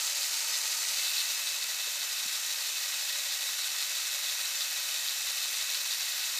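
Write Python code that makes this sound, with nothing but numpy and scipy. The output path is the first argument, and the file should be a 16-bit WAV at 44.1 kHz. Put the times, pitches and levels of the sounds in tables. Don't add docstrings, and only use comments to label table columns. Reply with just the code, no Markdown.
import sys
import numpy as np
from scipy import signal
from scipy.fft import rfft, irfft
from scipy.io import wavfile
from scipy.ndimage import uniform_filter1d

SR = 44100
rng = np.random.default_rng(int(sys.argv[2]) if len(sys.argv) > 2 else 0)


def linear_from_db(decibels):
    return 10 ** (np.asarray(decibels, float) / 20)


def wrap_up_sound(samples):
    columns = np.atleast_2d(samples).T
    tamed = np.clip(columns, -1, 1)
    steps = np.round(tamed * 32767).astype(np.int16)
    wavfile.write(sys.argv[1], SR, steps)


N = 281799

AXLE_HZ = 6.1556


def evened(x):
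    return x / np.sqrt(np.mean(x ** 2) + 1e-20)


def wander(top_hz, low_hz=5):
    hz = np.fft.rfftfreq(N, 1 / SR)
    weight = (hz > low_hz) / np.sqrt(1 + (hz / top_hz) ** 2)
    return evened(irfft(rfft(rng.standard_normal(N)) * weight, N))


def phone():
    # t/s, closeness (1 is close, below 0 is far), facing the motor case (0-1)
    phone_path = [
        (0, 1., 0.),
        (.85, 1., 0),
        (1.02, 1., 1),
        (1.22, .85, 0.85),
        (1.4, .1, .45),
        (1.7, -.35, .1),
        (2.1, -.3, 0.1),
        (2.3, 0., 0.01),
        (6.39, .1, 0.2),
    ]
    s, close, faced = np.transpose(phone_path)
    t = np.arange(N) / SR
    return np.interp(t, s, close), np.interp(t, s, faced)


def nearness():
    # t/s, share of the close colour (0-1)
    near_path = [(0, 0.78), (.5, 0.7), (.9, 0.8), (1.1, 0), (1.28, 0.15), (1.38, .2), (1.6, 0.17),
                 (2.2, 0.14), (6.39, 0.01)]
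    return np.clip(np.interp(np.arange(N) / SR, *np.transpose(near_path)), 0, 1)


def snags():
    # t/s, swell/dB
    snag_times = [(.07, 0.5), (.23, 3.5), (.34, 2), (.55, 2.5), (.72, 1), (1.02, 2.5), (1.19, 5),
                  (1.31, 2.5), (1.48, 3), (2.18, 0), (2.35, 2), (2.53, 1), (2.67, 1.5), (3.1, 2), (3.32, 1),
                  (3.82, 3.5), (4.29, 1.5), (4.61, 4), (4.78, -0.5), (4.94, 2.), (5.083, 6.5), (5.27, 1.5),
                  (5.425, 1.5), (5.6, 1), (5.75, 3.5), (5.93, 3), (6.24, 2.), (6.385, 4.)]
    flare_s, slack_s, slack = 0.018, 0.13, 0.34
    t = np.arange(0, N + 64, 64) / SR
    away = t - np.array(snag_times)[:, :1]
    flare = np.exp(-(away / flare_s) ** 2 / 2)
    relief = np.exp(-(away / slack_s) ** 2 / 2)
    shape = (1 + slack) * flare - slack * relief
    return np.interp(np.arange(N) / SR, t, np.array(snag_times)[:, 1] @ shape)


def bumps():
    # t/s, level/dB, f/Hz, time to fade by 60 dB/s
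    finger_bumps = [
        (2.255, -47, 190, 0.053),
        (1.87, -48, 460, 0.07),
    ]
    out, t = np.zeros(N), np.arange(6000) / SR
    for s, db, hz, t60 in finger_bumps:
        rings = np.sin(2 * np.pi * hz * t) + 1.1 * np.sin(2 * np.pi * 1.26 * hz * t)
        soft_start = 1 - np.exp(-(t / 0.0027) ** 2)
        out[round(s * SR):][:len(t)] += linear_from_db(db - 60 * t / t60) * soft_start * rings
    bass_cut = signal.butter(4, 125, "high", fs=SR, output="sos")
    return signal.sosfilt(bass_cut, out)


def tone(hz, db, waver_hz, flutter_db=3.5):
    turns = np.cumsum(hz + waver_hz * wander(7, 1.5)) / SR
    return np.sqrt(2) * linear_from_db(db + flutter_db * wander(9.4)) * np.sin(2 * np.pi * turns)


def whines():
    # starting f/Hz, close level/dB, far level/dB, extra when faced/dB, waver/Hz
    shaft_tones = [
        (894, -58.5, -73, -3, 1),
        (1927, -64, -55.5, -5, 3),
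        (2536, -61, -59.5, 1, 7),
        (2231, -59, -60, 0, 3),
    ]
    drum_hz, drum_crest = 2.3084, .12
    drum_swing, sag_per_s = .0045, .0011
    t = np.arange(N) / SR
    near = nearness()
    close, faced = phone()
    speed = 1 - sag_per_s * t + drum_swing * np.cos(2 * np.pi * (drum_hz * t - drum_crest))
    planet_gear_db = -53 - 4 * close + 11 * faced
    out = tone(2640 * speed, planet_gear_db, waver_hz=3.3, flutter_db=2.5)
    for hz, close_db, back_db, faced_db, waver_hz in shaft_tones:
        level_db = near * close_db + (1 - near) * back_db + faced * faced_db
        out += tone(hz * speed, level_db, waver_hz)
    return out


def colour_db(hz, broad, column):
    # f/Hz, width/Hz,
    # close height/dB, far height/dB
    colour_peaks = [(149.7, 6.1, 8, 11.5), (204, 12, 9, 12.5), (441, 7.7, 9.5, 5), (575.7, 24, 3, 7),
                    (771, 27, 8.5, 2), (900, 9.6, -2, 0), (1256, 16, 6, 4.5), (1490, 54, -1, 1.5),
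                    (1921, 25, 5, 4.5), (2090, 6.3, -8, 7.5), (2237, 24, -5, 1), (2542, 65, 3, 6),
                    (2650, 31, 0, 0), (3027, 82, -1, 2.5), (3620, 150, -5, 3.5), (3870, 46, -3, 2.5),
                    (3960, 220, 6, 0), (4470, 78, 3.5, 2), (5740, 63, -8, 1.5), (6300, 1300, 5.5, -5),
                    (7270, 680, 4, 2.5), (8170, 350, 6, -4.5), (8750, 240, -9, 2), (9470, 310, -0.5, -1),
                    (9950, 320, -0.5, -4), (10700, 250, -2, -8), (11500, 200, 4.5, 1.5), (12700, 460, 3, 3.5),
                    (13500, 300, 3, -1), (13950, 200, -3, 1), (14600, 400, 7, -2)]
    f, db = np.transpose(broad)
    rings = sum(linear_from_db(2 * r[column]) / (1 + (2 * (hz - r[0]) / r[1]) ** 2) for r in colour_peaks)
    return np.interp(np.log(hz + 1), np.log(f + 1), db) + 10 * np.log10(1 + rings)


def causal(gain_db):
    log_gain = np.log(linear_from_db(np.maximum(gain_db, gain_db.max() - 100)))
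    circle = np.r_[log_gain, log_gain[-2:0:-1]]
    taps = np.fft.ifft(np.exp(np.conj(signal.hilbert(circle)))).real
    return taps / np.linalg.norm(taps)


def clacks(per_turn, place, fade_s=0.0016, spread=0.78):
    turns = np.floor(per_turn * AXLE_HZ * np.arange(N + 1) / SR - place)
    train = np.diff(turns) * rng.exponential(1, N) ** spread
    power = signal.lfilter([1], [1, -np.exp(-1 / (fade_s * SR))], train)
    return evened(power - power.mean())


def part_levels_db():
    # steady level/dB, extra when close/dB, extra when faced/dB, share of each snag (0-1)
    part_levels = [
        (-49, 0.7, 0.4, 0.06),
        (-43, 0.96, 1.5, 0.1),
        (-37.5, 1.86, 2.5, 0.77),
        (-35.5, 1.88, 0.7, 0.12),
    ]
    return np.array(part_levels) @ np.array([np.ones(N), *phone(), snags()])


def winch():
    throbs = np.array([(1, .38, .03, .08, .12, .04), (2, .1, .16, .14, .1, .07),
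                       (3, .28, .1, .05, .12, .04), (4, .34, .13, .04, .04, .04),
                       (6, .63, .1, .08, .07, .06), (16, .77, .02, .03, .06, .04),
                       (4.909, .47, .02, .12, .05, .02), (9.819, .75, .02, .12, .06, .02),
                       (14.728, .14, .02, .15, .06, .02), (24.097, .29, .02, .03, .05, .01),
                       (13.191, .9, .01, .04, .05, .07)])
    clack_teeth = np.array([
        (16, .7, .02, .04, .08, .03),
        (24.097, .2, .02, .04, .09, .01),
    ])
    # share of the common unevenness/dB, size spread of single knocks/dB
    grind = [
        (0.32, -0.6),
        (0.04, 1.4),
        (0.63, 1.5),
        (0.44, 1.47),
    ]
    part_borders = [0, 1800, 3200, 5000, 30000]
    # f/Hz, level per Hz/dB
    close_colour = [(18, -94), (30, -72), (201, -35), (406, -25.5), (570, -14.5), (843, -17.5), (911, -7),
                    (1090, -16), (1250, -8), (2210, -12.5), (3350, -10.5), (4350, -4), (6110, 1),
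                    (9030, -4), (15200, -10)]
    # f/Hz, level per Hz/dB
    back_colour = [(18, -88), (30, -74), (475, -25.5), (570, -19), (843, -17), (1890, -8), (2330, -10),
                   (2580, -8), (3180, -8.5), (3920, -2), (4830, -4), (5800, -4), (10800, -14),
                   (13000, -12.5), (15200, -14.5)]
    t, hz = np.arange(N) / SR, np.fft.rfftfreq(16384, 1 / SR)
    lead = 8192
    near = nearness()
    colours = [colour_db(hz, close_colour, column=2), colour_db(hz, back_colour, column=3)]
    levels_db = part_levels_db()
    beats = np.array([np.cos(2 * np.pi * (k * AXLE_HZ * t - crest)) for k, crest, *_ in throbs])
    teeth = np.array([clacks(*row[:2]) for row in clack_teeth])
    teeth = teeth * (1 + 0.65 * np.maximum(snags(), 0))
    uneven, out = wander(24), np.zeros(N)
    for k, (uneven_db, spread_db) in enumerate(grind):
        throb = 1.07 * throbs[:, 2 + k] @ beats
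        clack = 2.2 * clack_teeth[:, 2 + k] @ teeth
        power = np.maximum(1 + throb + clack, .05)
        sizes = uniform_filter1d(rng.exponential(1, N), size=1 + 40 // (k + 1))
        knocks = rng.standard_normal(N + lead)
        knocks[lead:] *= np.sqrt(power) * linear_from_db(uneven_db * uneven + spread_db * evened(sizes - 1))
        below_top = 1 / (1 + (hz / part_borders[k + 1]) ** 24)
        below_bottom = 1 / (1 + ((hz + 1) / (part_borders[k] + 1e-3)) ** 24)
        share_db = 10 * np.log10(np.maximum(below_top - below_bottom, 1e-12))
        close, back = (signal.oaconvolve(knocks, causal(c + share_db))[lead:][:N] for c in colours)
        out += linear_from_db(levels_db[k]) * evened(near * evened(close) + (1 - near) * evened(back))
    return out


def scene():
    return np.tile(bumps() + whines() + winch(), (2, 1))


def dropouts(x):
    hz, _, z = signal.stft(x, SR, nperseg=2048, noverlap=1536)
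    power = abs(z) ** 2 + 1e-20
    local = uniform_filter1d(uniform_filter1d(power, size=7, axis=0), size=4, axis=1)
    around = uniform_filter1d(uniform_filter1d(power, size=81, axis=0), size=9, axis=1)
    limit_db = np.interp(hz, [4000, 6000, 9500, 13500, 15000], [-80., -6.5, -3.6, -2.7, -2.4])[:, None]
    keep = np.clip((10 * np.log10(local / around) - limit_db) / .3, .02, 1)
    return signal.istft(z * keep, SR, nperseg=2048, noverlap=1536)[1][:N]


def splits():
    # t/s, lowest f/Hz, highest f/Hz, level/dB
    noise_puffs = [(.527, 4600, 5700, -40), (.806, 5650, 6900, -43), (1.361, 4170, 6300, -40),
                   (2.059, 5600, 6840, -44), (2.059, 8900, 10300, -51), (2.128, 4200, 5180, -43),
                   (2.128, 8900, 10300, -49), (2.151, 7600, 9000, -47), (3.036, 4130, 5740, -42),
                   (4.567, 4650, 6800, -37)]
    out, hz = np.zeros(N), np.fft.rfftfreq(2048, 1 / SR)
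    noise = rng.standard_normal((len(noise_puffs), 2048))
    for (s, low_hz, high_hz, db), row in zip(noise_puffs, noise):
        band = irfft(rfft(row) * (hz > low_hz) * (hz < high_hz))
        puff = evened(band) * signal.windows.cosine(2048) ** 3
        out[round(s * SR) - 1024:][:2048] += linear_from_db(db) * puff
    return out


def roll_off(x):
    return signal.sosfilt(signal.butter(12, 15420, fs=SR, output="sos"), x)


def record(dry):
    treble_cut = signal.firwin(1535, 15285, window=("kaiser", 12), fs=SR)
    bass_cut = signal.butter(2, 70, "high", fs=SR, output="sos")
    x = signal.oaconvolve(dropouts(dry[0]), treble_cut, "same")
    x = signal.sosfilt(bass_cut, x)
    return roll_off(x + splits() * np.array([[1], [-1]]))


dry = scene()
out = record(dry)
wrap_up_sound(out)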